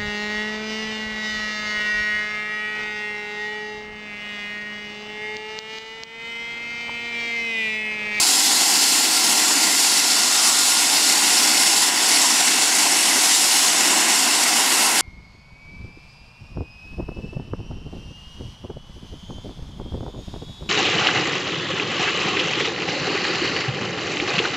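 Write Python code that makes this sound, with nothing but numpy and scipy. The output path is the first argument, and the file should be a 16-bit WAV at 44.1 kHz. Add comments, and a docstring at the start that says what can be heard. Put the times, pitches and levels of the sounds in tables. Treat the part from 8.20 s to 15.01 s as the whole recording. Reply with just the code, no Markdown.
"""Helicopter idling across a street

A twin-turbine helicopter idles on its pad, its engines slowly gathering speed. The exhausts roar,
the intakes hiss, and the compressor sings a thin high whine that swells and fades as its pitch climbs.
A car rolls by in front, its tyres barely heard under the engines."""
import sys
import numpy as np
from scipy import signal
from scipy.fft import rfft, irfft
from scipy.io import wavfile
from scipy.ndimage import uniform_filter1d

SR = 44100
rng = np.random.default_rng(int(sys.argv[2]) if len(sys.argv) > 2 else 0)


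def output_pcm(signal):
    """Save a mono or channel-first signal as 16-bit PCM at the path in sys.argv[1].

    Samples are clipped to [-1, 1] before scaling.
    """
    pcm = np.clip(np.atleast_2d(signal).T, -1, 1) * 32767
    wavfile.write(sys.argv[1], SR, np.round(pcm).astype(np.int16))


N = 300321
T = np.arange(N) / SR
FRAME, HOP = 1024, 256  # samples
FRAME_T = np.arange(N // HOP + 5)[:, None] * HOP / SR
BIN_HZ = np.fft.rfftfreq(FRAME, 1 / SR)[None]


def amp(db):
    """Decibels to gain."""
    return 10 ** (np.asarray(db) / 20)


def unit(x):
    """Scales to rms 1."""
    return x / np.sqrt(np.mean(abs(x) ** 2) + 1e-20)


def follow(table, t=T):
    """The columns of an automation curve at times t."""
    times, *columns = np.transpose(table)
    return [np.interp(t, times, column) for column in columns]


def colour(points):
    """Gain of an EQ curve at every bin."""
    hz, db = np.transpose(points)
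    return amp(np.interp(np.log(BIN_HZ + 1), np.log(hz), db))


def bell(x, centre, width):
    """A smooth bump of height 1."""
    return np.exp(-np.log(16) * ((x - centre) / width) ** 2)


def resonances(modes):
    """Gain of a set of steep-sided resonances at every bin."""
    power = 0
    for hz, width, db in modes:
        detuning = (BIN_HZ ** 2 - hz ** 2) / (BIN_HZ + 1) / (1.29 * width)
        power = power + amp(db) ** 2 / (1 + detuning ** 2) ** 2
    return np.sqrt(power)


def drift(rate_hz):
    """A slow random wander of rms 1, rolled off above the rate."""
    hz = np.fft.rfftfreq(N, 1 / SR)
    return unit(irfft(rfft(rng.standard_normal(N)) * np.exp(-(hz / rate_hz) ** 2), N))


def noise(gain, patchy_db):
    """Noise of rms 1 and the given colour; eddies in the air brighten and dull it in patches."""
    real, imag, eddies = rng.standard_normal((3, FRAME_T.size, BIN_HZ.size))
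    for _ in range(2):
        eddies = uniform_filter1d(uniform_filter1d(eddies, size=12, axis=0), size=6, axis=1)
    spectra = (real + 1j * imag) * gain * amp(patchy_db * unit(eddies))
    return unit(signal.istft(spectra.T, nperseg=FRAME, noverlap=FRAME - HOP)[1][:N])


def tone(hz, scatter, scatter_hz):
    """A tone of rms 1: the direct sound plus a share scattered by turbulence."""
    flutter = 1 + scatter * (drift(scatter_hz) + 1j * drift(scatter_hz))
    return unit((flutter * np.exp(2j * np.pi * np.cumsum(hz) / SR)).real)


# Fader ride of the traffic bed: time_s, level_db
TRAFFIC_LEVEL = [(0, -49), (1.3, -48), (2.2, -40), (5.3, -40.5), (6.81, -37)]
# Its dull colour: freq_hz, gain_db
TRAFFIC_EQ = [(20, -42), (45, -27), (80, -24), (105, -13.5), (160, 0.5), (500, -1.5), (1200, 6.5),
              (3000, -10), (8000, -23)]


def street():
    """A wash of traffic, and the tyres of one car swelling and fading as it rolls past."""
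    wash = amp(follow(TRAFFIC_LEVEL)[0]) * noise(colour(TRAFFIC_EQ), patchy_db=1.0)
    pass_by = amp(-34.5) * bell(T, centre=2.22, width=.4)
    tyres = pass_by * noise(resonances([(1210, 260, 0)]), patchy_db=.5)
    return wash + tyres


# Steady notes of the drive train: pitch_hz, level_db
GEAR_TONES = [(235, -46), (297, -38.5), (584, -46), (640, -52), (729, -44.5), (800, -43), (928, -46),
              (1008, -45)]


def gearbox():
    """Gearbox and rotor drive hum in low, wavering tones, half buried in the exhaust."""
    return sum(amp(db) * tone(hz, scatter=.35, scatter_hz=4) for hz, db in GEAR_TONES)


# Run-up of the second spool: time_s, pitch_hz, tone_db, rush_db
SPOOL_RUN_UP = [(0, 778, -41, -45), (.3, 803, -39, -43), (.6, 830, -42, -40), (1.1, 870, -48, -42),
                (1.5, 903, -48, -52), (2.1, 950, -45, -70), (2.8, 990, -70, -80)]


def second_spool():
    """A spool runs up: a low note and a narrow, high rush of blade noise both climb and fade."""
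    pitch_hz, tone_db, rush_db = follow(SPOOL_RUN_UP)
    rush_hz = 16.4 * follow(SPOOL_RUN_UP, FRAME_T)[0]
    rush = noise(bell(BIN_HZ, rush_hz, width=900), patchy_db=.6)
    return amp(tone_db) * tone(pitch_hz, scatter=.38, scatter_hz=12) + amp(rush_db) * rush


# Rising speed of the gas generator shaft, eased back once by the governor: time_s, rotation_hz
SHAFT_SPEED = [(0, 683.3), (1, 693.2), (2.5, 709.9), (4, 726.2), (5, 738.2), (5.15, 738.5), (5.32, 725.8),
               (5.45, 725), (5.9, 730.3), (6.81, 743.6)]


def overspeed(t=T):
    """Shaft speed in percent above its mean."""
    shaft_hz, = follow(SHAFT_SPEED, t)
    return 100 * (shaft_hz / shaft_hz.mean() - 1)


# Swells and fades of the compressor whine: time_s, level_db
WHINE_LEVEL = [(0, -35), (.65, -49), (1.05, -32), (1.42, -45), (1.74, -33.5), (2.1, -48), (2.3, -34),
               (2.6, -31), (2.75, -41), (3.27, -38), (3.56, -30), (3.72, -42), (4.02, -31), (4.22, -41),
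               (4.52, -37), (5.42, -31.5), (5.62, -41), (6.8, -39)]
# Harmonics of the shaft: multiple, level_db
SHAFT_HARMONICS = [(2, -47.5), (3, -46.5), (4, -47), (5, -45), (10, -49)]
# Pitches at which a shaft harmonic swells as it climbs through: centre_hz, width_hz, lift_db
HARMONIC_SWELLS = [(1386, 40, 6), (1426, 46, 9.5), (2065, 50, 6), (2895, 90, 9), (3550, 50, 7)]


def gas_generator(blades=15):
    """The compressor's blade tone and the shaft harmonics, locked to one slightly unsteady speed."""
    shaft_hz = follow(SHAFT_SPEED)[0] - .25 + .3 * drift(rate_hz=12)
    whine_db = follow(WHINE_LEVEL)[0] + 1.6 * drift(rate_hz=10)  # a quick twinkle on top
    whine = amp(whine_db) * tone(blades * shaft_hz, scatter=.33, scatter_hz=40)
    harmonics = 0
    for multiple, level_db in SHAFT_HARMONICS:
        pitch_hz = multiple * shaft_hz
        lift_db = sum(lift * bell(pitch_hz, hz, width) for hz, width, lift in HARMONIC_SWELLS)
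        harmonics += amp(level_db + lift_db) * tone(pitch_hz, scatter=.22, scatter_hz=26)
    return whine + harmonics


# Fader ride of the hiss: time_s, level_db
HISS_LEVEL_DB = [(0, -17.5), (.7, -18.5), (3.6, -18), (4.3, -18.5), (5.3, -18), (6, -19.5), (6.81, -19.5)]
# Its base colour: freq_hz, gain_db
HISS_EQ = [(1500, -19), (2600, -7.5), (3400, -2.5), (4300, 0.5), (5400, 0.5), (6300, -1.5), (7100, 2),
           (8100, -1), (9000, -6.5), (10500, -15), (13000, -35)]
# Humps and hollows on that colour, at mean shaft speed: centre_hz, width_hz, start_db, end_db
HISS_HUMPS = [(3880, 200, -1.5, -2.5), (4300, 400, 1.8, -1), (4680, 220, 4, 0), (5380, 380, 3.8, 1.8),
              (5320, 110, 2.2, 1.8), (5980, 170, 1.2, 2), (7230, 180, 2, 2), (7850, 300, 2, 2.8)]


def intake_hiss():
    """Air tears through the compressors in a hiss whose humps climb with the shaft speed."""
    shaft_hz, = follow(SHAFT_SPEED, FRAME_T)
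    speed_ratio, progress = shaft_hz / shaft_hz.mean(), FRAME_T / T[-1]
    humps_db = sum((start + (end - start) * progress) * bell(BIN_HZ, hz * speed_ratio, width)
                   for hz, width, start, end in HISS_HUMPS)
    tilt_db_per_octave = -.07 + .01 * overspeed(FRAME_T)
    octaves = np.maximum(np.log2((BIN_HZ + 1) / 6000), -1)
    eq = colour(HISS_EQ) * amp(humps_db + tilt_db_per_octave * octaves) * (BIN_HZ > 600)
    return amp(follow(HISS_LEVEL_DB)[0]) * noise(eq, patchy_db=1.12)


# Fader ride of the fizz: time_s, level_db
FIZZ_LEVEL_DB = [(0, -25.7), (1.1, -27), (1.6, -26), (2.12, -28.5), (2.45, -26), (2.9, -26.5),
                 (3.68, -25.8), (3.71, -27.5), (4.5, -27.5), (5.3, -24.5), (5.55, -27.5), (6.1, -27.5),
                 (6.7, -25.5)]
# Its base colour: freq_hz, gain_db
FIZZ_EQ = [(6500, -11.5), (8300, -6.5), (9300, 0), (10200, -2), (11300, -4.5), (12300, -7), (13300, -13.5),
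           (14400, -15), (15700, -24)]


def intake_fizz():
    """The top end of the rushing air, dulling as the shaft gains speed."""
    tilt_db_per_octave = -.5 * overspeed(FRAME_T)
    octaves = np.log2(np.maximum(BIN_HZ / 9500, 1))
    eq = colour(FIZZ_EQ) * amp(tilt_db_per_octave * octaves) * (BIN_HZ > 4000)
    return amp(follow(FIZZ_LEVEL_DB)[0]) * noise(eq, patchy_db=1.0)


def intake(dip_s=3.69, recover_s=.063):
    """Hiss and fizz shimmer together; once, both drop suddenly and recover."""
    shimmer_db = .58 * drift(rate_hz=9)
    dip_db = -3 * (T > dip_s) * np.exp(-abs(T - dip_s) / recover_s)
    return amp(dip_db) * (amp(.81 * shimmer_db) * intake_hiss() + amp(shimmer_db) * intake_fizz())


# Low, middle and high resonances of the exhaust: centre_hz, width_hz, gain_db
RUMBLE_MODES = [(236.3, 41, -2), (286.7, 55, 3), (332, 140, -6), (412, 73, -5)]
ROAR_MODES = [(731, 68, -1.5), (805, 150, -1), (996, 186, -1), (1400, 224, -5), (596, 64, -7.5)]
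RASP_MODES = [(1604, 150, -3.5), (1860, 230, -4.5), (2050, 370, 0.5), (2260, 90, -4), (2635, 220, 0),
              (2860, 310, -1.5), (3340, 640, -8.5)]
# The exhaust swelling and sagging, most of all in the bass: time_s, swell_db
EXHAUST_SWELL = [(0, -.5), (.6, 0.2), (1.3, 2.5), (1.9, -1), (2.45, -2.5), (3.1, 1.5), (3.7, -1.2),
                 (4, 1.3), (4.3, -0.8), (4.95, 1), (5.17, -3.3), (5.65, 3), (6.25, 0), (6.81, 2.5)]


def exhaust():
    """Combustion noise in three groups of resonances, growing with the shaft speed."""
    speed_percent = overspeed()
    swell_db, = follow(EXHAUST_SWELL)
    rumble_db = -35.5 + .17 * speed_percent + swell_db
    roar_db = -29.5 + .5 * speed_percent + .74 * swell_db
    rasp_db = -27 + .5 * speed_percent + .54 * swell_db
    rumble = amp(rumble_db) * noise(resonances(RUMBLE_MODES), patchy_db=-.15)
    roar = amp(roar_db) * noise(resonances(ROAR_MODES), patchy_db=1.0)
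    rasp = amp(rasp_db) * noise(resonances(RASP_MODES), patchy_db=1.0)
    return rumble + roar + rasp


def scene():
    """Everything is far enough away to arrive as one point of sound."""
    buffet = amp(.64 * drift(rate_hz=44))  # the downwash shakes exhaust and intake at once
    mix = buffet * (exhaust() + intake()) + gas_generator() + gearbox() + second_spool() + street()
    return np.array([mix, mix])


def record(dry, low_cut_hz=80, high_cut_hz=15720):
    """A gentle low cut and a steep high cut on the whole mix."""
    thinned = signal.sosfilt(signal.butter(2, low_cut_hz, "highpass", fs=SR, output="sos"), dry)
    high_cut = signal.firwin(1023, high_cut_hz, window=("kaiser", 9), fs=SR)
    return signal.oaconvolve(thinned, high_cut[None], "same")


dry = scene()
out = record(dry)
output_pcm(out)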